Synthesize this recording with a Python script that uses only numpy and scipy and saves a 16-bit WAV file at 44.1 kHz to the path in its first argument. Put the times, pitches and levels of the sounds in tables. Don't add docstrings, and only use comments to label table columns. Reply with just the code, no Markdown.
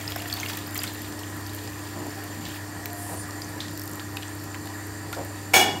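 import sys
import numpy as np
from scipy import signal
from scipy.fft import rfft, irfft
from scipy.io import wavfile
from scipy.ndimage import uniform_filter1d

SR = 44100
rng = np.random.default_rng(int(sys.argv[2]) if len(sys.argv) > 2 else 0)


def master_out(mix):
    frames = np.transpose(np.atleast_2d(mix))
    ceiling = np.clip(frames, -1, 1)
    pcm = np.round(ceiling * 32767).astype(np.int16)
    wavfile.write(sys.argv[1], SR, pcm)


def rack_gain(trim_db):
    fader = np.asarray(trim_db, float)
    return 10 ** (fader / 20)


N = 255780


def evened(x):
    return x / np.sqrt(np.mean(x ** 2) + 1e-20)


def read(points, hz):
    f, value = np.transpose(points)
    return np.interp(np.log(hz + 1), np.log(f + 1), value)


def add(mix, start_s, sound):
    part = mix[round(start_s * SR):][:len(sound)]
    part += sound[:len(part)]


def coloured(x, points):
    hz = np.fft.rfftfreq(len(x), 1 / SR)
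    return irfft(rfft(x) * rack_gain(read(points, hz)), len(x))


def resonate(x, hz, width):
    turn = np.exp(2j * np.pi * hz * np.arange(len(x)) / SR)
    r = np.exp(-np.pi * width / SR)
    two_poles = np.convolve([1, -r], [1, -r])
    return (turn * signal.lfilter([1], two_poles, x / turn)).real


def drift(top_hz):
    t = np.arange(0, N + 400, 200) / SR
    rates = np.geomspace(.3, top_hz, num=16)
    slow = sum(np.sin(2 * np.pi * (f * t + rng.random())) / np.sqrt(f) for f in rates)
    return np.interp(np.arange(N) / SR, t, evened(slow))


def hood():
    # (frequency [Hz], rms level [dB], waver [dB])
    tones = [(99.8, -40.5, -0.54), (196.7, -67.5, 2), (234.4, -56.5, 6.5), (299.6, -43, -0.47),
             (330, -51, 6.5), (396.5, -59.5, 2.5), (418, -59.5, 12.5), (427, -61, -5), (705, -60.5, -6.5)]
    t = np.arange(N) / SR
    out = np.zeros(N)
    for hz, db, waver in tones:
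        level = db + min(waver, 1.5) * drift(top_hz=6)
        out += np.sqrt(2) * rack_gain(level) * np.sin(2 * np.pi * (hz * t + rng.random()))
    return out


def burner():
    # (frequency [Hz], density [dB per Hz])
    outline = [(30, -25), (50, -7.5), (70, 1), (330, -4), (450, -7), (1300, -9), (2200, -15), (3300, -21),
               (6000, -18.5), (8000, -19.5), (10000, -24), (12500, -19.5), (14300, -28), (16000, -25)]
    # (frequency [Hz], width [Hz], lift [dB])
    peaks = [(619, 30, 3.2), (788, 14, 9), (987, 69, 4.8), (1716, 108, 8.3), (1885, 137, 10.4),
             (2380, 50, 1.9), (2910, 67, 1), (4600, 550, 6.5), (7226, 280, 12), (8510, 390, 7.1),
             (9100, 380, 3.7), (9900, 67, 1.3), (11700, 170, 6.4), (13600, 400, 2)]
    frames = N // 256 + 5
    a, b, patches = rng.standard_normal((frames, 513, 3)).T
    patches = uniform_filter1d(patches, size=14, axis=0)
    patches = evened(uniform_filter1d(patches, size=12, axis=1))
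    grid = (a + 1j * b) * rack_gain(1.24 * patches)
    hiss = signal.istft(grid, nperseg=1024, noverlap=768)[1][:N]
    hz = np.fft.rfftfreq(N, 1 / SR)
    shape_db = read(outline, hz)
    for centre, width, db in peaks:
        shape_db = shape_db + db * np.exp(-.5 * ((hz - centre) / (width / 2)) ** 2)
    rush = evened(irfft(rfft(hiss) * rack_gain(shape_db), N))
    return rack_gain(-39 + 0.13 * drift(top_hz=1.2)) * rush


def kitchen(x):
    # (frequency [Hz], t60 [s])
    decay = [(150, 0.87), (500, 0.66), (2000, 0.45), (5000, 0.51), (10000, 0.29), (16000, .25)]
    taps = np.zeros(SR)
    at = np.arange(200, SR - 20, 20)
    taps[at + rng.integers(0, 20, at.shape)] = rng.choice([-1., 1.], at.shape)
    hz, t, z = signal.stft(taps, SR, nperseg=256)
    t60 = read(decay, hz)[:, None]
    tail = signal.istft(z * rack_gain(-60 * t / t60), SR, nperseg=256)[1]
    return signal.fftconvolve(x, tail / np.linalg.norm(tail))[:N]


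def spoon():
    # (time [s], length [s], centre [Hz], width [Hz])
    drags = [(1.93, .19, 260, 180), (1.94, .17, 750, 600), (2.36, .12, 200, 120), (3.07, .1, 550, 1000),
             (3.1, .06, 170, 60), (5.16, .07, 560, 600), (5.15, .1, 230, 150), (2.94, .34, 8800, 3500),
             (2.92, .27, 11500, 5000), (3.17, .06, 9600, 120), (3.125, .025, 9600, 120),
             (3.035, .06, 9900, 300), (5.66, .13, 200, 100)]
    press = [-38.5, -42, -41.5, -40, -43, -32, -45, -44.5, -46, -43, -53, -52, -41]
    out = np.zeros(N)
    for db, (s, length, hz, width) in zip(press, drags):
        n = round(length * SR)
        rub, lumps = rng.standard_normal((2, n))
        lumps = rack_gain(2.2 * evened(uniform_filter1d(lumps, size=300)))
        rub = evened(resonate(rub, hz, width) * lumps)
        add(out, s, rack_gain(db) * rub * signal.windows.tukey(n, .5))
    return out


def bowl():
    # (time [s], blow [dB], struck-spot mode [Hz], extra level there [dB])
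    blows = [
        (5.535, -4, 1300, 8),
        (5.539, 1, 2320, 9),
        (5.543, -12.5, 720, 16),
        (5.555, -4.5, 2290, 1),
        (5.563, -2, 2290, -14),
        (5.573, -12, 6500, 1),
        (5.596, -9.5, 3300, 4),
        (5.611, -12, 900, 12),
    ]
    steel_hz = [388, 480, 687, 760, 813, 956, 1090, 1250, 1459, 1782, 2161, 2269, 2320, 2895, 3362, 3553,
                4300, 4716, 5060, 5351, 5560, 6548, 6993, 7720, 8075, 8440, 9938, 11330]
    # (level [dB], t60 [s])
    steel = [(-2.5, 0.19), (-6.5, 0.49), (-7, 0.9), (-1, 0.29), (0, 0.25), (-1, 0.17), (-12, 0.36),
             (-14, 0.34), (-15, 0.83), (-7, .45), (-13, .5), (4.5, 0.17), (0.5, 0.23), (4, 0.39),
             (4.5, 0.17), (-14, 0.27), (-11, .3), (-27, 0.46), (-20, 0.51), (-0.5, .4), (-19, .3),
             (-8, 0.55), (-12, .4), (-6, .3), (-8, 0.2), (-9, 0.34), (-14, .2), (-5, .17)]
    # (frequency [Hz], density [dB per Hz])
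    rattle = [(71, -47), (120, -9), (392, -1.5), (533, -9.5), (785, -1), (1160, -10), (1810, -1),
              (2010, -8), (2320, -23), (2670, -7.5), (15800, -16)]
    held = 0.51
    t = np.arange(SR // 3) / SR
    out = np.zeros(N)
    hz = np.array(steel_hz)[:, None]
    db, t60 = np.transpose(steel)[:, :, None]
    waves = rack_gain(db) * np.sin(2 * np.pi * (hz * t + rng.random(hz.shape) / 2))
    long_ring = rack_gain(-60 * t / (held * t60))
    sharp_ring = rack_gain(-60 * t / 0.054)
    onset = 1 - np.exp(-t * 2000)
    for s, blow_db, spot_hz, extra_db in blows:
        near = rack_gain(extra_db) * np.exp(-(np.log(hz / spot_hz) / 0.22) ** 2)
        ring = (waves * (long_ring + near * sharp_ring)).sum(axis=0)
        shake = rng.standard_normal(len(t))
        rough = np.zeros(len(t))
        for mode_hz, (mode_db, _) in zip(steel_hz[::2], steel[::2]):
            rough += rack_gain(mode_db) * evened(resonate(shake, mode_hz, 140.0))
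        crowd = (evened(coloured(shake, rattle)) + 0.25 * evened(rough)) * rack_gain(-60 * t / .12)
        add(out, s, rack_gain(blow_db) * (rack_gain(-25) * ring + rack_gain(-15) * crowd) * onset)
    return out


def fizz():
    # (time [s], level [dB])
    stream = [(0, -38), (.15, -42.5), (.3, -42), (.5, -38.5), (.6, -43), (.72, -47), (.78, -38.5),
              (.86, -40.5), (.95, -45), (1.2, -52), (1.5, -49), (1.8, -48), (2.4, -50.5), (2.47, -45),
              (2.56, -41)]
    # (time [s], level [dB])
    settled = [(2.64, -68), (3.55, -68), (3.65, -59), (3.75, -66), (5.8, -68)]
    # (frequency [Hz], density [dB per Hz])
    spectrum = [(500, 12), (1500, 7.5), (3200, 9.5), (5500, -1), (8000, -2), (10000, -9), (13000, -1),
                (16000, -3.5)]
    out = np.zeros(N)
    for hz in np.geomspace(700, 15500, num=26):
        where, chance = rng.random((N // 500 + int(hz) // 8, 2)).T
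        size = np.zeros(N)
        size[(where * N).astype(int)] = rack_gain(3 * np.minimum(-np.log(chance), 3))
        turns = np.arange(SR // 60) * hz / SR
        cycles = 2.0 + hz / 8000
        grain = np.sin(2 * np.pi * turns * (1 + 0.0034 * turns)) * turns * np.exp(-turns / cycles)
        bubbles = signal.oaconvolve(size, grain / np.linalg.norm(grain))[:N]
        out += rack_gain(read(spectrum, hz)) * np.sqrt(hz) * bubbles
    drops = rng.random(N) < 70 / SR
    landing = signal.lfilter([1], [1, -np.exp(-1 / (0.0056 * SR))], drops)
    level_db = np.interp(np.arange(N) / SR, *np.transpose(stream + settled))
    return rack_gain(level_db) * evened(out * (0.83 + landing))


def pop(db, hz, t60, noisy, width):
    t = np.arange(round(.06 * SR)) / SR
    tone = np.sin(2 * np.pi * hz * t * (1 + 3.7 * t)) * (1 - np.exp(-t / (0.072 * t60)))
    film = rng.standard_normal(len(t))
    click = np.diff(film, prepend=0) * np.exp(-t / 0.00045)
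    crack = evened(resonate(film, hz, width * hz)) + 0.35 * click
    noisy = np.clip(noisy, 0, 1)
    return rack_gain(db - 60 * t / max(t60, .002)) * (1.99 * (1 - noisy) * tone + 0.96 * noisy * crack)


def stew():
    # (time [s], peak level [dB], centre [Hz])
    snaps = [(0.0643, -38, 15500), (0.0777, -40, 12100), (0.1035, -29, 11900), (0.1211, -30, 13500),
             (0.1622, -23, 12800), (0.22, -29, 11700), (0.2828, -42, 11900), (0.2834, -28, 11700),
             (0.3257, -35, 13000), (0.3384, -21.5, 13500), (0.3676, -34, 12800), (0.4579, -41, 9500),
             (0.458, -28, 12400), (0.4913, -31, 12800), (0.5716, -20, 13800), (0.6714, -28, 14400),
             (0.7093, -28, 12100), (0.7463, -24, 12600), (0.7563, -23, 12500), (0.778, -16.5, 14400),
             (0.8026, -29, 12200), (0.835, -18, 11500), (0.9358, -30, 14700), (0.9482, -28, 12500),
             (0.9916, -32, 12100), (1.0191, -29, 12100), (1.0814, -34, 13600), (1.1942, -29, 12000),
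             (1.2286, -37, 11800), (1.2999, -31, 12900), (1.3488, -38, 12700), (1.3678, -30, 12400),
             (1.4092, -31, 14600), (1.4711, -32, 13600), (1.535, -29, 12900), (1.5483, -23, 12700),
             (1.6392, -34, 12600), (2.0682, -33, 11900), (2.0956, -36, 11900), (2.2403, -32, 11600),
             (2.4533, -40, 12900), (2.4867, -31, 12800), (2.5646, -36, 11500), (2.858, -23, 14200),
             (2.9313, -28, 11800), (3.18, -34, 9630), (3.3079, -52, 11900), (3.4176, -36, 11700),
             (3.491, -30, 11900), (3.711, -35, 13100), (3.7334, -32, 11600), (3.7758, -25, 12900),
             (3.7956, -24, 12900), (3.8174, -28, 13500), (3.8372, -28, 13100), (3.8566, -30, 13100),
             (3.8765, -26, 13600), (3.8955, -30, 12200), (3.9145, -27, 12700), (3.936, -32, 14200),
             (3.9568, -28.5, 12400), (4.13, -36, 11500), (4.1699, -27, 12100), (4.2926, -35, 11400),
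             (4.3525, -35, 12800), (4.3994, -36, 12200), (4.4393, -31, 14000), (4.4533, -36, 12300),
             (4.5037, -39, 11700), (4.6568, -35, 11600), (4.6732, -34, 12200), (4.7441, -34, 12900),
             (4.8693, -31, 11700), (5.1277, -29, 12300), (5.249, -28.5, 13300)]
    # (time [s], peak level [dB], centre [Hz], t60 [s])
    smacks = [(0.0987, -36, 7100, 0.0088), (0.161, -35, 7230, 0.008), (0.3257, -25, 8380, 0.008),
              (0.4, -18.5, 6150, 0.0095), (0.4865, -28, 6150, 0.008), (0.5746, -32, 7200, 0.0087),
              (0.7458, -24, 7300, 0.008), (0.776, -18, 7600, 0.0093), (0.834, -24, 8150, 0.012),
              (1.6995, -35, 7110, 0.008), (1.8362, -31, 8360, 0.008), (2.8574, -39, 7250, 0.008),
              (3.4456, -29, 6080, 0.008), (3.7753, -37, 7290, 0.008), (3.7948, -37, 7140, 0.008),
              (3.934, -30, 7180, 0.008), (4.0692, -33, 7240, 0.008), (4.1694, -31, 6900, 0.008),
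              (4.2812, -30.5, 7700, 0.0089), (4.3994, -35, 7150, 0.008), (5.1282, -25, 7560, 0.0097)]
    # (time [s], peak level [dB], centre [Hz], t60 [s])
    ticks = [(.078, -29, 800, .02), (.111, -30, 4600, .01), (.276, -27, 13500, .01), (.312, -29, 5200, .01),
             (.339, -27, 4500, .012), (.408, -27, 8800, .01), (.47, -30, 12500, .01), (.55, -30, 4600, .01),
             (.585, -31, 5600, .008), (1.096, -33, 14000, .008), (1.563, -30, 13000, .008),
             (2.548, -31, 4800, .01), (3.283, -35, 15400, .01), (3.612, -29, 4200, .008),
             (3.62, -28, 3800, .01), (3.65, -32, 3800, .008), (3.666, -31, 3500, .01),
             (4.003, -30, 4500, .008), (4.165, -29, 5200, .008), (4.552, -33, 3000, .008)]
    # (time [s], peak level [dB], pitch [Hz], t60 [s], noisiness [0-1])
    bubbles = [(0.078, -18, 4960, 0.011, 0.2), (0.1195, -42, 2180, 0.015, 0.6),
               (0.1201, -21, 3200, 0.014, 0.56), (0.159, -27, 5340, 0.015, 0.3),
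               (0.178, -29, 2560, 0.015, 0.4), (0.2022, -26, 2780, 0.014, 0.3),
               (0.2214, -28, 3320, 0.017, 0.8), (0.2573, -34, 2800, 0.014, 0.5),
               (0.299, -26, 3300, 0.015, 0.64), (0.3272, -14.5, 4380, 0.014, 0.22),
               (0.3676, -22, 3460, 0.015, 0.4), (0.3993, -31, 2720, 0.015, 0.4),
               (0.4315, -21.5, 2150, 0.015, 0.43), (0.461, -21, 2730, 0.017, 0.37),
               (0.4848, -26, 4980, 0.024, 0.4), (0.5746, -30, 2700, 0.02, 0.5),
               (0.6639, -31, 4910, 0.015, 0.3), (0.6923, -35, 4960, 0.017, 0.3),
               (0.7546, -37, 3020, 0.015, 0.6), (0.7561, -23, 2240, 0.018, 0.6),
               (0.7761, -30, 6550, 0.015, 0.4), (0.79, -20, 4740, 0.02, 0.14),
               (0.8178, -22.5, 2600, 0.019, 0.46), (0.8395, -22, 2240, 0.015, 0.7),
               (0.876, -24.5, 4040, 0.023, 0.44), (1.062, -51, 2200, 0.013, 0.4),
               (1.1238, -32, 4700, 0.015, 0.7), (1.19, -32, 5090, 0.025, 0.4),
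               (1.233, -29.5, 2970, 0.022, 0.5), (1.4646, -29, 4500, 0.016, 0.56),
               (1.4945, -33, 3880, 0.015, 0.5), (1.5878, -33, 3690, 0.025, 0.6),
               (1.6751, -30, 4770, 0.018, 0.5), (2.1056, -32, 5300, 0.015, 0.35),
               (2.456, -34, 3330, 0.019, 0.5), (2.5007, -31, 3050, 0.016, 0.22),
               (2.8584, -26.5, 2860, 0.014, 0.85), (2.902, -32, 4650, 0.013, 0.6),
               (3.256, -37, 4830, 0.015, 0.8), (3.3084, -31, 5700, 0.013, 0.7),
               (3.4186, -25, 4780, 0.019, 0.3), (3.4456, -39, 6080, 0.015, 0.06),
               (3.604, -17, 3600, 0.0061, 0.23), (3.6825, -29, 4450, 0.013, 0.7),
               (3.7758, -30, 5100, 0.013, 0.5), (3.796, -30, 5300, 0.012, 0.4),
               (3.817, -27, 5350, 0.0094, 0.4), (3.8372, -40, 4740, 0.013, 0.5),
               (3.8767, -31, 4630, 0.015, 0.6), (3.9958, -26.5, 3520, 0.018, 0.6),
               (4.1696, -33, 4400, 0.015, 0.9), (4.17, -20, 2510, 0.018, 0.75),
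               (4.2245, -29, 2900, 0.018, 0.8), (4.2306, -24, 2800, 0.013, 0.64),
               (4.3904, -38, 5430, 0.015, 0.4), (4.4403, -36, 4800, 0.015, 0.3),
               (4.5453, -27, 2250, 0.016, 0.9), (4.657, -36, 3610, 0.015, 0.5),
               (4.6728, -28, 2900, 0.012, 0.7), (5.129, -26, 2380, 0.012, 1)]
    # (time [s], peak level [dB], pitch [Hz], t60 [s], noisiness [0-1])
    plops = [(0.162, -24, 700, 0.02, 0.5), (0.257, -24.5, 1780, 0.024, 0.5), (0.431, -26, 2090, 0.03, 0.15),
             (0.498, -26, 1770, 0.03, 0.5), (0.573, -31, 1820, 0.03, 0.2), (0.756, -28, 1990, 0.024, 0.2),
             (0.84, -25, 1420, 0.041, 0.5), (2.857, -33, 1840, 0.03, 0.4), (3.288, -30, 1140, 0.03, 0.3),
             (4.545, -34, 1860, 0.024, 0.5), (5.128, -25, 1336, 0.055, 0.5)]
    splash_s = [.159, .49, .495, .573, .838, 2.452, 2.857, 3.604, 5.13]
    # (t60 [s], level [dB], centre [Hz], width [Hz])
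    splashes = [
        (0.067, -29, 1200, 1500),
        (.1, -36, 13000, 5000),
        (.1, -32, 4400, 5000),
        (.07, -36, 3000, 4000),
        (.06, -31, 5000, 7500),
        (0.24, -37, 3700, 3000),
        (.02, -32.5, 3300, 6400),
        (0.24, -37.5, 4300, 3400),
        (0.11, -34, 4500, 6800),
    ]
    out = np.zeros(N)
    for s, db, hz in snaps:
        t60 = .008 * rack_gain(.25 * (db + 28))
        add(out, s, pop(db, hz, t60, .85, width=.33))
    for s, db, hz, t60 in smacks + ticks:
        add(out, s, pop(db, hz, t60, 0.72, width=0.24))
    for s, db, hz, t60, noisy in bubbles + plops:
        add(out, s, pop(db, hz, t60, noisy, width=1.0))
    t = np.arange(SR // 5) / SR
    for s, (t60, db, hz, width) in zip(splash_s, splashes):
        spray, lumps = rng.standard_normal((2, len(t)))
        lumps = evened(rack_gain(4 * evened(uniform_filter1d(lumps, size=80))))
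        add(out, s, rack_gain(db - 60 * t / t60) * lumps * evened(resonate(spray, hz, width)))
    return out


def scene():
    pan = stew() + fizz() + spoon()
    far = bowl()
    room = kitchen(rack_gain(-10.5) * pan + rack_gain(-1.5) * far)
    return (hood() + burner() + pan + far + room)[None]


def top_cut(x):
    return signal.sosfilt(signal.butter(12, 17010, fs=SR, output="sos"), x)


def record(dry):
    bass_cut = signal.butter(4, 52, "high", fs=SR, output="sos")
    edge = signal.firwin(511, 15780, window=("kaiser", 5), fs=SR)
    thin = signal.sosfilt(bass_cut, dry)
    return top_cut(signal.oaconvolve(thin, edge[None], "same"))


dry = scene()
out = record(dry)
master_out(out)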